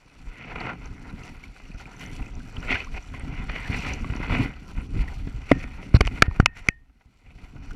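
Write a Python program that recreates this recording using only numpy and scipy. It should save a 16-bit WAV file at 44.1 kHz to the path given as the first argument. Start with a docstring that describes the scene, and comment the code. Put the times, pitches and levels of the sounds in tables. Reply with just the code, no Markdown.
"""Hooked fish thrashing by a camera in a case

A hooked fish thrashes in shallow water and is netted, heard by a body-worn camera in a plastic case.
Splashes and rubbing straps are random grains that ring the resonances of the case; drops are short sine plips.
Hard knocks late on drive the same resonances and overload the microphone; a metal latch rings after them.
Jolts are low damped waves. Wind and body movement are shaped low noise underneath."""
import sys
import numpy as np
from scipy import signal
from scipy.fft import rfft, irfft
from scipy.io import wavfile

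SR = 44100
rng = np.random.default_rng(int(sys.argv[2]) if len(sys.argv) > 2 else 0)


def digitize_waveform(pressure):
    """Quantize a signal to 16-bit integers and store it at the path in sys.argv[1].

    Rows of a 2-D input are taken as channels; values are limited to [-1, 1].
    """
    field = np.atleast_2d(pressure).T
    bounded = np.clip(field, -1, 1)
    quanta = np.round(bounded * 32767).astype(np.int16)
    wavfile.write(sys.argv[1], SR, quanta)


def amplitude_ratio(level_db):
    """Convert a level in decibels to the matching linear amplitude (field) ratio."""
    exponent = np.asarray(level_db, float) / 20
    return 10 ** exponent


N = 341775  # length of the scene in samples


def rms_one(x):
    """Scales a sound to unit rms."""
    return x / np.sqrt(np.mean(x ** 2) + 1e-20)


def drift(rate_hz):
    """Slow random wandering with spread 1: noise smoothed by a double low-pass, made at SR / 20."""
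    r = np.exp(-40 * np.pi * rate_hz / SR)
    noise = rng.standard_normal(N // 20 + 2002)
    slow = signal.lfilter([1], [1, -2 * r, r * r], noise)[2000:]  # skip the settling
    return np.interp(np.arange(N) / 20, np.arange(len(slow)), rms_one(slow))


def resonance(x, hz, width):
    """Two-pole resonance, width in Hz, with gain about 1 on top."""
    r = np.exp(-np.pi * width / SR)
    top = np.array([1, 0, -1]) * (1 - r * r) / 2
    bottom = [1, -2 * r * np.cos(2 * np.pi * hz / SR), r * r]
    return signal.lfilter(top, bottom, x)


def low_pass(x, order, hz):
    """Takes away what lies above hz; a higher order cuts more steeply."""
    return signal.sosfilt(signal.butter(order, hz, fs=SR, output="sos"), x)


def ringing(hz, t60):
    """A sine that starts at height 1 and dies by 60 dB in t60 seconds."""
    t = np.arange(int(t60 * SR)) / SR
    return np.sin(2 * np.pi * hz * t) * amplitude_ratio(-60 * t / t60)


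def add(out, s, sound):
    """Mixes a sound in at s seconds."""
    at = round(s * SR)
    out[at:at + len(sound)] += sound[:N - at]


def grains(per_s, spread_db):
    """Random clicks of uneven size and either sign, scaled to unit rms."""
    sizes = amplitude_ratio(spread_db * np.minimum(rng.exponential(1, N), 5)) * rng.choice([-1, 1], N)
    happens = rng.random(N) < per_s / SR
    return rms_one(sizes * happens)


def swells(bed_db, s, peak_db, rise_s, fall_s):
    """Level in dB of a background bed plus swells that rise to a peak and fall; their powers add."""
    roundness = 0.85  # 1: even fall in dB; less: sharper top and flatter feet
    t = np.arange(0, N, 32)
    late = t / SR - s[:, None]
    away = np.where(late < 0, -late / rise_s[:, None], late / fall_s[:, None])  # 1 is 20 dB down
    swell_db = peak_db[:, None] - 20 * away ** roundness
    power = amplitude_ratio(2 * bed_db[t]) + np.sum(amplitude_ratio(2 * swell_db), axis=0)
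    return np.interp(np.arange(N), t, 10 * np.log10(power))


# background level of rub, spray and rumble; it sinks after the hard knocks, then recovers:
# (t/s, rub level/dB, spray level/dB, deep rumble level/dB, upper rumble level/dB)
BACKGROUND_LEVELS = [(0.0, -64.5, -63.5, -55, -64), (0.2, -63, -63, -64, -56.5),
                     (0.9, -62.5, -63, -41, -53), (1.5, -62, -63.5, -45, -57.5), (2.4, -59, -59, -49, -48),
                     (3.05, -59, -57.5, -53, -56.5), (3.3, -52, -59.5, -35.5, -44.5),
                     (4.0, -51, -55, -31, -37), (4.25, -50, -58, -28, -45),
                     (4.55, -77.5, -62.5, -37.5, -46), (5.4, -59.5, -59, -45.5, -60),
                     (5.92, -56.5, -64.5, -39, -45), (5.99, -65, -81.5, -35.5, -49),
                     (6.29, -65.5, -86, -39, -50), (6.5, -65, -86, -41, -60.5),
                     (6.78, -83, -85, -73, -72.5), (7.25, -72, -70, -64.5, -62.5),
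                     (7.55, -67, -67, -46.5, -74), (7.75, -59, -59.5, -44, -38)]


def background_levels():
    """The four background levels, drawn as straight lines from point to point, sample by sample."""
    s, *columns = np.transpose(BACKGROUND_LEVELS)
    return [np.interp(np.arange(N) / SR, s, column) for column in columns]


# resonances of the case, before each sound sets its own tilt and widening:
# (f/Hz, basic width/Hz, relative level/dB)
CASE_MODES = [(390, 266, -0.5), (750, 133, 0.5), (957, 166, -1.5), (1388, 277, -0.5), (2044, 261, -3),
              (2471, 355, -4.5), (2955, 210, -10), (3360, 480, -17.5), (4360, 730, -19.5), (5725, 770, -23),
              (7370, 1100, -32.5), (8600, 700, -42.5), (9300, 1100, -40), (12000, 4700, -51)]


def through_case(force, modes, tilt_db):
    """A force rings steep-sided case resonances, each wavering a little; unit rms in, about unit rms out."""
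    out, passed = np.zeros(N), 0
    for k, (hz, width, mode_db) in enumerate(modes):
        level_db = mode_db + tilt_db * np.log2(hz / 2000)  # tilt in dB per octave
        passed += amplitude_ratio(2 * level_db) * np.pi * width / SR
        once = resonance(force, hz, 1.25 * width)
        twice = resonance(once, hz, 1.25 * width)  # two in a row give steep sides
        out += (-1) ** k * amplitude_ratio(level_db + 1.8 * drift(6)) * twice
    return out / np.sqrt(passed)


# rubs and splashes, as peak levels of the driving grains; rise and fall are times over 20 dB:
# (t/s of peak, rub level/dB, dull part level/dB relative to rub, spray level/dB, rise/s, fall/s)
RUBS_AND_SPLASHES = [(.42, -43, -3.5, -70, 0.19, 0.19), (.51, -37, -3, -67, 0.041, 0.045),
                     (0.611, -35, 1.5, -60, 0.064, 0.095), (.70, -36, 4.5, -60, 0.13, 0.043),
                     (.84, -54, -0.5, -63, 0.41, 0.27), (1.05, -53, 4.5, -62, 0.055, 0.27),
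                     (1.27, -51.5, -0.5, -53.5, .35, 0.22), (1.437, -51, 1, -52.5, 0.021, .06),
                     (1.558, -60, -11, -56.5, 0.011, 0.32), (1.811, -55.5, 5, -47, 0.066, .03),
                     (1.86, -57, 9, -58, .03, 0.18), (2.01, -41, -5.5, -46, 0.056, 0.16),
                     (2.164, -51, 3, -53.5, 0.29, 0.23), (2.568, -50.5, 1.5, -57, 0.25, 0.015),
                     (2.628, -42, 0.5, -52.5, 0.037, 0.33), (2.718, -23, -9.5, -46, 0.042, 0.096),
                     (2.75, -25, -11, -55, 0.061, 0.048), (2.845, -45, -5, -62, 0.13, 0.015),
                     (2.977, -36.5, 1.5, -55, 0.04, 0.014), (3.146, -45, -24, -55, 0.015, 0.084),
                     (3.4, -41.5, -4, -74, 0.19, 0.046), (3.498, -30.5, -3, -62, 0.018, 0.0092),
                     (3.56, -36, -4, -55, 0.1, 0.19), (3.77, -32, -6, -45, .3, 0.19),
                     (3.89, -34.5, -0.5, -46, 0.2, 0.14), (4.244, -53.5, -11, -64, 0.032, 0.87),
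                     (4.35, -32, -1, -50, .2, 0.17), (4.44, -34, -5, -48, 0.29, 0.061),
                     (4.711, -56.5, 11.5, -51.5, 0.11, 0.027), (4.78, -45, 2.3, -57, 0.03, 0.1),
                     (5.022, -43.5, 1.5, -49, 0.14, 0.04), (5.078, -47.5, 1.5, -53.5, 0.075, 0.26),
                     (5.5, -38, -3.5, -52.5, 0.052, 0.095), (5.6, -45, -6, -48.5, 0.031, 0.088),
                     (5.638, -50, -9, -49.5, 0.056, 0.016), (5.738, -51.5, -7, -54, 0.12, 0.064),
                     (5.828, -49, -6.5, -53.5, 0.032, 0.22), (6.078, -39.5, -20, -52, 0.032, 0.019),
                     (6.178, -43.5, -2.5, -50.5, 0.31, 0.066), (6.265, -43.5, 1.5, -57, 0.12, 0.022),
                     (6.363, -49, 3.5, -54.5, .12, 0.066), (6.408, -45.5, -1.5, -48.5, 0.012, 0.014),
                     (6.569, -44, -7.5, -52.5, .034, 0.13), (6.67, -50.5, 2, -56.5, 0.056, 0.038),
                     (7.266, -56, -8, -70, 0.019, .021), (7.306, -56, -4, -65, 0.037, 0.034),
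                     (7.383, -51.5, -2.5, -64, .013, .03), (7.442, -57, 0.5, -60.5, 0.079, 0.072),
                     (7.567, -55.5, 8.5, -74, 0.038, .021), (7.708, -62, -3, -50, .005, 0.018)]


def rubs_and_splashes():
    """Rubs and splashes swell over a faint, changing background of rubbing and spray, and set the level of the
    droplets too."""
    bed_rub_db, bed_spray_db, _, _ = background_levels()
    s, peak_db, dull_db, spray_peak_db, rise, fall = np.transpose(RUBS_AND_SPLASHES)
    rub_db = swells(bed_rub_db, s, peak_db, rise, fall)
    bed_dull_db = bed_rub_db + 3  # the faint rubbing has a stronger dull part
    dull_re_rub_db = swells(bed_dull_db, s, peak_db + dull_db, rise, fall) - rub_db
    spray_db = swells(bed_spray_db, s, spray_peak_db, rise, fall)
    return rub(rub_db, dull_re_rub_db) + spray(spray_db) + droplets(spray_db, rub_db)


# slips and slaps within the rub, as strength of the driving grains; they die to 1/e in the decay time:
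# (t/s, starting level/dB, decay/ms)
RUB_SLIPS = [(0.5553, -31.5, 5.5), (0.665, -37.5, 8.7), (0.732, -45, 2.4), (1.233, -53, 3.3),
             (1.6, -48, 2.3), (1.652, -63, 2.6), (2.336, -66, 2.3), (2.224, -49, 2.8), (2.567, -45, 4.2),
             (2.941, -44, 6), (2.8035, -41, 15), (3.1384, -50, 6.4), (3.245, -49, 10), (3.495, -42, 8.5),
             (4.0438, -29.5, 1.8), (4.1, -40, 4.4), (4.2299, -39, 12), (4.298, -34, 4), (4.339, -54, 9.1),
             (5.2741, -43, 3.2), (6.895, -62, 2.8), (7.008, -62, 6)]


def rub(level_db, dull_db):
    """Dense grains of straps rubbing shake the case; the dull level sets the share of its low resonances."""
    strength = amplitude_ratio(level_db + 2.0 * drift(18) + 1.3 * drift(100))
    t = np.arange(1500) / SR
    for s, db, ms in RUB_SLIPS:  # a slip is a sudden burst of the same grains
        add(strength, s, amplitude_ratio(db) * np.exp(-1000 * t / ms))
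    force = grains(5000, spread_db=3.0) * strength
    upper = low_pass(through_case(force, CASE_MODES[4:], tilt_db=-6.0), 2, 6000)
    dull = through_case(force * amplitude_ratio(dull_db), CASE_MODES[:4], tilt_db=0.8)
    return upper + dull


def spray(level_db):
    """Fine bright grains of falling water, coloured by the upper resonances of the case."""
    force = grains(2000, spread_db=1.5) * amplitude_ratio(level_db + 2.2 * drift(50))
    return through_case(force, CASE_MODES[5:], tilt_db=8.0)


def plip(hz, cycles, rise):
    """A bubble swells in about a cycle, rings on unevenly and rises in pitch; peak about 1."""
    turns = np.arange(int(cycles * SR / hz)) * hz / SR
    uneven = 1 + 0.68 * np.interp(turns / 2.8, np.arange(30), rng.standard_normal(30))
    envelope = (1 - np.exp(-turns / 1.3)) * amplitude_ratio(-40 * turns / cycles)
    wave = envelope * np.sin(2 * np.pi * turns * (1 + rise * turns))
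    return wave * uneven / np.max(np.abs(wave))


# single droplets: (t/s, approximate peak level/dB, starting f/Hz)
SMALL_DROPS = [(0.604, -36.5, 4340), (0.8576, -42.5, 6020), (1.0974, -47.5, 3900), (1.235, -38, 6000),
               (1.792, -51, 6060), (1.8123, -46, 6100), (1.9165, -49, 5930), (1.9654, -46, 6100),
               (1.9954, -45, 6100), (2.062, -41, 6000), (2.167, -49, 5940), (2.2618, -48, 6100),
               (2.3528, -46, 5980), (2.604, -45, 5660), (2.8035, -42, 4360), (2.8459, -43.5, 5900),
               (2.9272, -57, 3840), (3.026, -48, 5870), (3.196, -41.5, 8550), (3.6227, -43.5, 4270),
               (3.7075, -42, 4350), (3.7883, -35, 5860), (3.9352, -29, 5920), (4.163, -38, 5730),
               (4.2971, -44, 3460)]
# one bubble near the surface, rising fast: (t/s, approximate peak level/dB, starting f/Hz)
SURFACE_PLOP = (2.868, -40, 950)
# larger bubbles: (t/s, approximate peak level/dB, starting f/Hz)
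LARGE_BUBBLES = [(1.234, -39.5, 2630), (1.437, -39.5, 2190), (1.563, -46, 1420), (1.654, -48, 2700),
                 (1.716, -40, 2410), (1.798, -40, 1390), (1.856, -36.5, 2340), (1.919, -43, 1440),
                 (2.226, -38.5, 2590), (2.265, -39, 2460), (2.399, -40, 1440), (2.567, -34.5, 2960),
                 (2.598, -46.5, 2390), (2.803, -29, 2440), (2.948, -34, 2000), (3.139, -41.5, 1020),
                 (4.044, -39, 1086), (4.097, -43, 1390), (4.228, -30, 1980), (5.08, -34, 1870),
                 (7.709, -39, 1390)]


def droplets(spray_db, rub_db):
    """Listed drops and bubbles ring as plips, over a patter of small ones that follows the spray and rub levels."""
    out = np.zeros(N)
    for s, db, hz in SMALL_DROPS:
        add(out, s, amplitude_ratio(db) * plip(hz, cycles=48.0, rise=0.00052))
    s, db, hz = SURFACE_PLOP
    add(out, s, amplitude_ratio(db) * plip(hz, cycles=39.0, rise=0.0127))
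    for s, db, hz in LARGE_BUBBLES:
        add(out, s, amplitude_ratio(db) * plip(hz, cycles=38.0, rise=0.0019))
    for when, pitch, size in rng.random((900, 3)):  # patter as loud as the spray allows
        s = when * (N - 1) / SR
        db = spray_db[int(s * SR)] + 5.0 - 12.0 * size
        add(out, s, amplitude_ratio(db) * plip(800 * 12.0 ** pitch, cycles=19.0, rise=0.0039))
    for when, pitch, size in rng.random((500, 3)):  # patter as loud as the rub allows
        s = when * (N - 1) / SR
        db = rub_db[int(s * SR)] + 4.5 - 13.0 * size
        add(out, s, amplitude_ratio(db) * plip(1200 * 2.4 ** pitch, cycles=28.0, rise=0.0033))
    ticks = np.zeros(N)  # each listed drop and larger bubble starts with a tick
    for s, db, _ in SMALL_DROPS + LARGE_BUBBLES:
        ticks[round(s * SR)] = amplitude_ratio(db)
    return out + resonance(ticks, 3500, 5000)


# knocks on the case; hardness tilts the resonances about 2000 Hz, rattle is the share of noise in the contact:
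# (t/s, peak level/dB, favoured f/Hz, contact/ms, hardness/dB per octave, rattle/0 to 1)
CASE_KNOCKS = [(5.5141, -1.5, 617, 3.64, -1, 0.42), (5.5159, -8.5, 1950, 3, 11.5, 0),
               (5.640, -23, 2020, 2.2, -2, 0.56), (5.941, -19.5, 2000, 2.7, 0, 0.76),
               (5.947, -19.5, 4210, 21.7, 1.5, 0.7), (6.0069, -8, 2160, 6.5, -4, 0.96),
               (6.0088, -8, 1370, 3.04, 5, 0.97), (6.051, -23, 2370, 0.51, 12.5, 0.2),
               (6.060, -25, 2300, 1.3, 5.5, 0.74), (6.070, -23, 2280, 1.4, 6.5, 0.85),
               (6.0744, -14, 2760, 1.34, 0.5, 0.5), (6.2217, 6, 2400, 1.6, 4.5, 0.78),
               (6.2233, 0, 1480, 1.8, 8, 0.15), (6.311, -32, 1035, 2, 2, 0.45),
               (6.3995, -15.5, 800, 1.35, 12, 0.9), (6.4003, -5.5, 1470, 1.62, 3, 0.21),
               (6.459, 2.5, 2690, 1.07, 7, 0.69), (6.462, -12.5, 1500, 0.45, 6, 0.4),
               (6.567, -42, 1500, 2.3, 6, 0), (6.686, 0, 2220, 1.6, 10.5, 0.38)]


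def knocks():
    """A rattling contact drives the case, with extra weight near the struck spot's own pitch."""
    out = np.zeros(N)
    t = np.arange(3000) / SR
    for s, db, spot_hz, ms, hardness_db, rattle in CASE_KNOCKS:
        # firm contact, then a short and a faint longer tail
        contact = (t < ms / 1000) + 0.5 * np.exp(-t / 0.00032) + amplitude_ratio(-29) * np.exp(-t / 0.0024)
        noise = rng.standard_normal(3000)
        tone = np.exp(-t / 0.006) * np.sin(2 * np.pi * spot_hz * t)
        force = contact * (rattle * noise + (1 - rattle) * tone)
        blow = amplitude_ratio(-10) * resonance(force, spot_hz, 600)
        for k, (hz, width, mode_db) in enumerate(CASE_MODES):
            level_db = mode_db + hardness_db * np.log2(hz / 2000)
            blow += (-1) ** k * amplitude_ratio(level_db) * resonance(force, hz, width)
        blow = low_pass(blow, 2, 9500)  # the case wall dulls the top
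        add(out, s, amplitude_ratio(db) * blow / np.max(np.abs(blow)))
    return out


# modes of the metal latch, before each hit sets its level and damping:
# (f/Hz, relative level/dB, undamped t60/s)
LATCH_MODES = [(1797, -6.5, 0.53), (1850, -1.5, 0.73), (2585, -5.5, 0.17), (2970, -29.5, 0.18)]
# knocks that set the latch ringing; tilt turns about 1850 Hz, damping divides t60:
# (t/s, level/dB, tilt/dB per octave, damping factor)
LATCH_STRIKES = [(5.515, -40.5, -1, 1.1), (6.008, -46, 0.5, 1.9), (6.223, -38, -8.5, 1.8),
                 (6.401, -47.5, 6, 2.9), (6.459, -44, 16, 1.3), (6.689, -38, 14, 2.73)]


def latch():
    """The metal latch rings on after hard knocks as dying sines; two close modes beat."""
    out = np.zeros(N)
    for s, db, tilt_db, damping in LATCH_STRIKES:
        for hz, mode_db, t60 in LATCH_MODES:
            level_db = db + mode_db + tilt_db * np.log2(hz / 1850)
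            add(out, s, amplitude_ratio(level_db) * ringing(hz, t60 / damping))
    return out


# jolts of the whole camera, peak before the start is rounded; f is negative when the camera is pulled:
# (t/s, peak level/dB, swing f/Hz, t60/s)
CAMERA_JOLTS = [(0.258, -25.5, 36.5, 0.25), (1.746, -23.5, 43, 0.072), (1.702, -31, 205, 0.027),
                (2.706, -23.5, 257, 0.12), (2.735, -48, 292, 0.089), (3.235, -21, 56, 0.048),
                (3.491, -23, 50, 0.17), (3.699, -14, 108, 0.035), (4.099, -16.5, 93, 0.034),
                (4.154, -21, 252, .03), (4.202, -18, 200, 0.0087), (4.408, -16.5, 137.5, 0.087),
                (4.775, -25.5, 55, 0.15), (4.97, -31, 43, 0.46), (5.273, -19, 105, 0.012),
                (5.342, -26, 108.5, 0.091), (5.5146, -1, 277, 0.041), (5.524, -12, 136, 0.04),
                (5.9425, -9, -110, 0.024), (5.9446, 3, 79, 0.03), (5.963, -7, 110, 0.047),
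                (6.007, -5.5, 57, 0.05), (6.2235, -4, 45, 0.0073), (6.281, -10.5, 82, 0.046),
                (6.399, 3.5, 48, 0.0071), (6.427, -18.5, 107, 0.069), (6.6873, -9.5, 60, 0.006),
                (7.058, -39.5, 60.5, 0.048), (7.354, -36, 46, 0.058), (7.435, -31, 44, 0.066),
                (7.557, -29, 120, 0.02)]


def jolts():
    """The camera is pushed and swings back: a low damped wave, its start rounded by a low-pass."""
    out = np.zeros(N)
    for s, db, hz, t60 in CAMERA_JOLTS:
        swing = ringing(hz, t60)
        add(out, s, amplitude_ratio(db) * swing / np.max(np.abs(swing)))
    return low_pass(out, 2, 900)


# gusts and body movements; rise and fall are times over 20 dB:
# (t/s of peak, deep rumble level/dB, upper rumble level/dB, rise/s, fall/s)
GUSTS_AND_MOVES = [(.26, -32, -62, 0.096, .1), (.4, -58, -42.5, 0.14, 0.2), (.54, -36.5, -43, .13, 0.34),
                   (.73, -57, -35.5, 0.36, 0.085), (.9, -34.5, -51, 0.26, 0.091),
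                   (1.07, -38.5, -42, 0.15, 0.82), (1.49, -37, -54, .2, 0.079),
                   (1.75, -41.5, -47.5, 0.13, 0.59), (2.06, -38, -37, 0.11, 0.38),
                   (2.23, -31.5, -59, 0.37, 0.029), (2.33, -31, -86, 0.06, 0.23),
                   (2.58, -34, -41.5, 0.091, 0.43), (2.73, -25, -41, .1, 0.21),
                   (2.958, -27.5, -44.5, 0.15, 0.095), (3.12, -32, -54, 0.11, 0.39),
                   (3.27, -35, -39.5, 0.22, 0.42), (3.71, -26, -32, 0.03, 0.26),
                   (3.84, -43, -35, 0.13, 0.42), (3.97, -23, -38, 0.26, 0.32),
                   (4.428, -24, -21.5, 0.22, 0.049), (4.8, -35, -41, .4, 0.074),
                   (4.99, -18.5, -35.5, 0.22, 0.43), (5.42, -28, -47, 0.25, 0.08),
                   (5.57, -33, -35, .15, 0.27), (5.67, -26.5, -49.5, 0.16, .15),
                   (6.04, -27.5, -32.5, 0.16, 0.039), (6.078, -19, -49.5, 0.13, 0.088),
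                   (6.171, -25.5, -34, .2, 0.12), (6.326, -27, -43.5, .07, .03),
                   (6.37, -37.5, -44.5, 0.037, 0.24), (6.59, -37, -57.5, 0.073, 0.38),
                   (7.08, -54.5, -55, 0.048, .07), (7.27, -44, -62, 0.19, 0.26),
                   (7.37, -48.5, -46.5, 0.11, .3), (7.56, -39, -45.5, .06, .3),
                   (7.71, -31.5, -54.5, 0.26, 0.14)]


def gusts_and_moves():
    """Gusts and body movements swell over the background level and set the level of the rumble."""
    _, _, bed_deep_db, bed_upper_db = background_levels()
    s, gust_deep_db, gust_upper_db, rise, fall = np.transpose(GUSTS_AND_MOVES)
    deep_db = swells(bed_deep_db, s, gust_deep_db, rise, fall)
    upper_db = swells(bed_upper_db, s, gust_upper_db, rise, fall)
    return rumble(deep_db, upper_db)


# spectrum of the rumble, a shape only: (f/Hz, relative level/dB)
RUMBLE_SHAPE = [(12, -36.5), (20, 14.5), (54, 4.5), (118, -2.5), (220, -11), (269, -8), (334, -21),
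                (443, -25), (500, -33.5), (650, -41.5), (1100, -120)]


def rumble(deep_db, upper_db):
    """Lumpy low noise of wind on the case and body movement, in parts that cross over near 110 Hz."""
    hz = np.arange(N // 2 + 1) * SR / N + 0.00091  # kept above 0 for the logarithm
    shape_hz, shape_db = np.transpose(RUMBLE_SHAPE)
    shape = amplitude_ratio(np.interp(np.log(hz), np.log(shape_hz), shape_db))
    deep_share = 1 / (1 + (hz / 110) ** 4)
    deep = rms_one(irfft(rfft(rng.standard_normal(N)) * shape * deep_share, N))
    upper = rms_one(irfft(rfft(rng.standard_normal(N)) * shape * (1 - deep_share), N))
    lumps_db = 2.5 * drift(10)
    flutter_db = 2.23 * drift(39)
    return amplitude_ratio(deep_db + lumps_db) * deep + amplitude_ratio(upper_db + lumps_db + flutter_db) * upper


def scene():
    """All sources summed at the microphone, as one channel."""
    return (rubs_and_splashes() + knocks() + latch() + jolts() + gusts_and_moves())[None]


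def band_limit(x):
    """A steep low-pass at the top of the band."""
    return signal.sosfilt(signal.butter(12, 16460, fs=SR, output="sos"), x)


def record(dry):
    """The microphone cuts bass, adds faint hiss, overloads hard and rolls off the treble."""
    x = signal.sosfilt(signal.butter(1, 34, "high", fs=SR, output="sos"), dry)
    hiss = signal.lfilter([1], [1, -0.7], rng.standard_normal(dry.shape))  # weaker in the treble
    x = x + amplitude_ratio(-83.5) * hiss
    ceiling = 0.97  # loud peaks flatten towards this height
    x = x / (1 + np.abs(x / ceiling) ** 10) ** 0.1
    x = low_pass(x, 4, 15000)
    return band_limit(x)


dry = scene()
out = record(dry)
digitize_waveform(out)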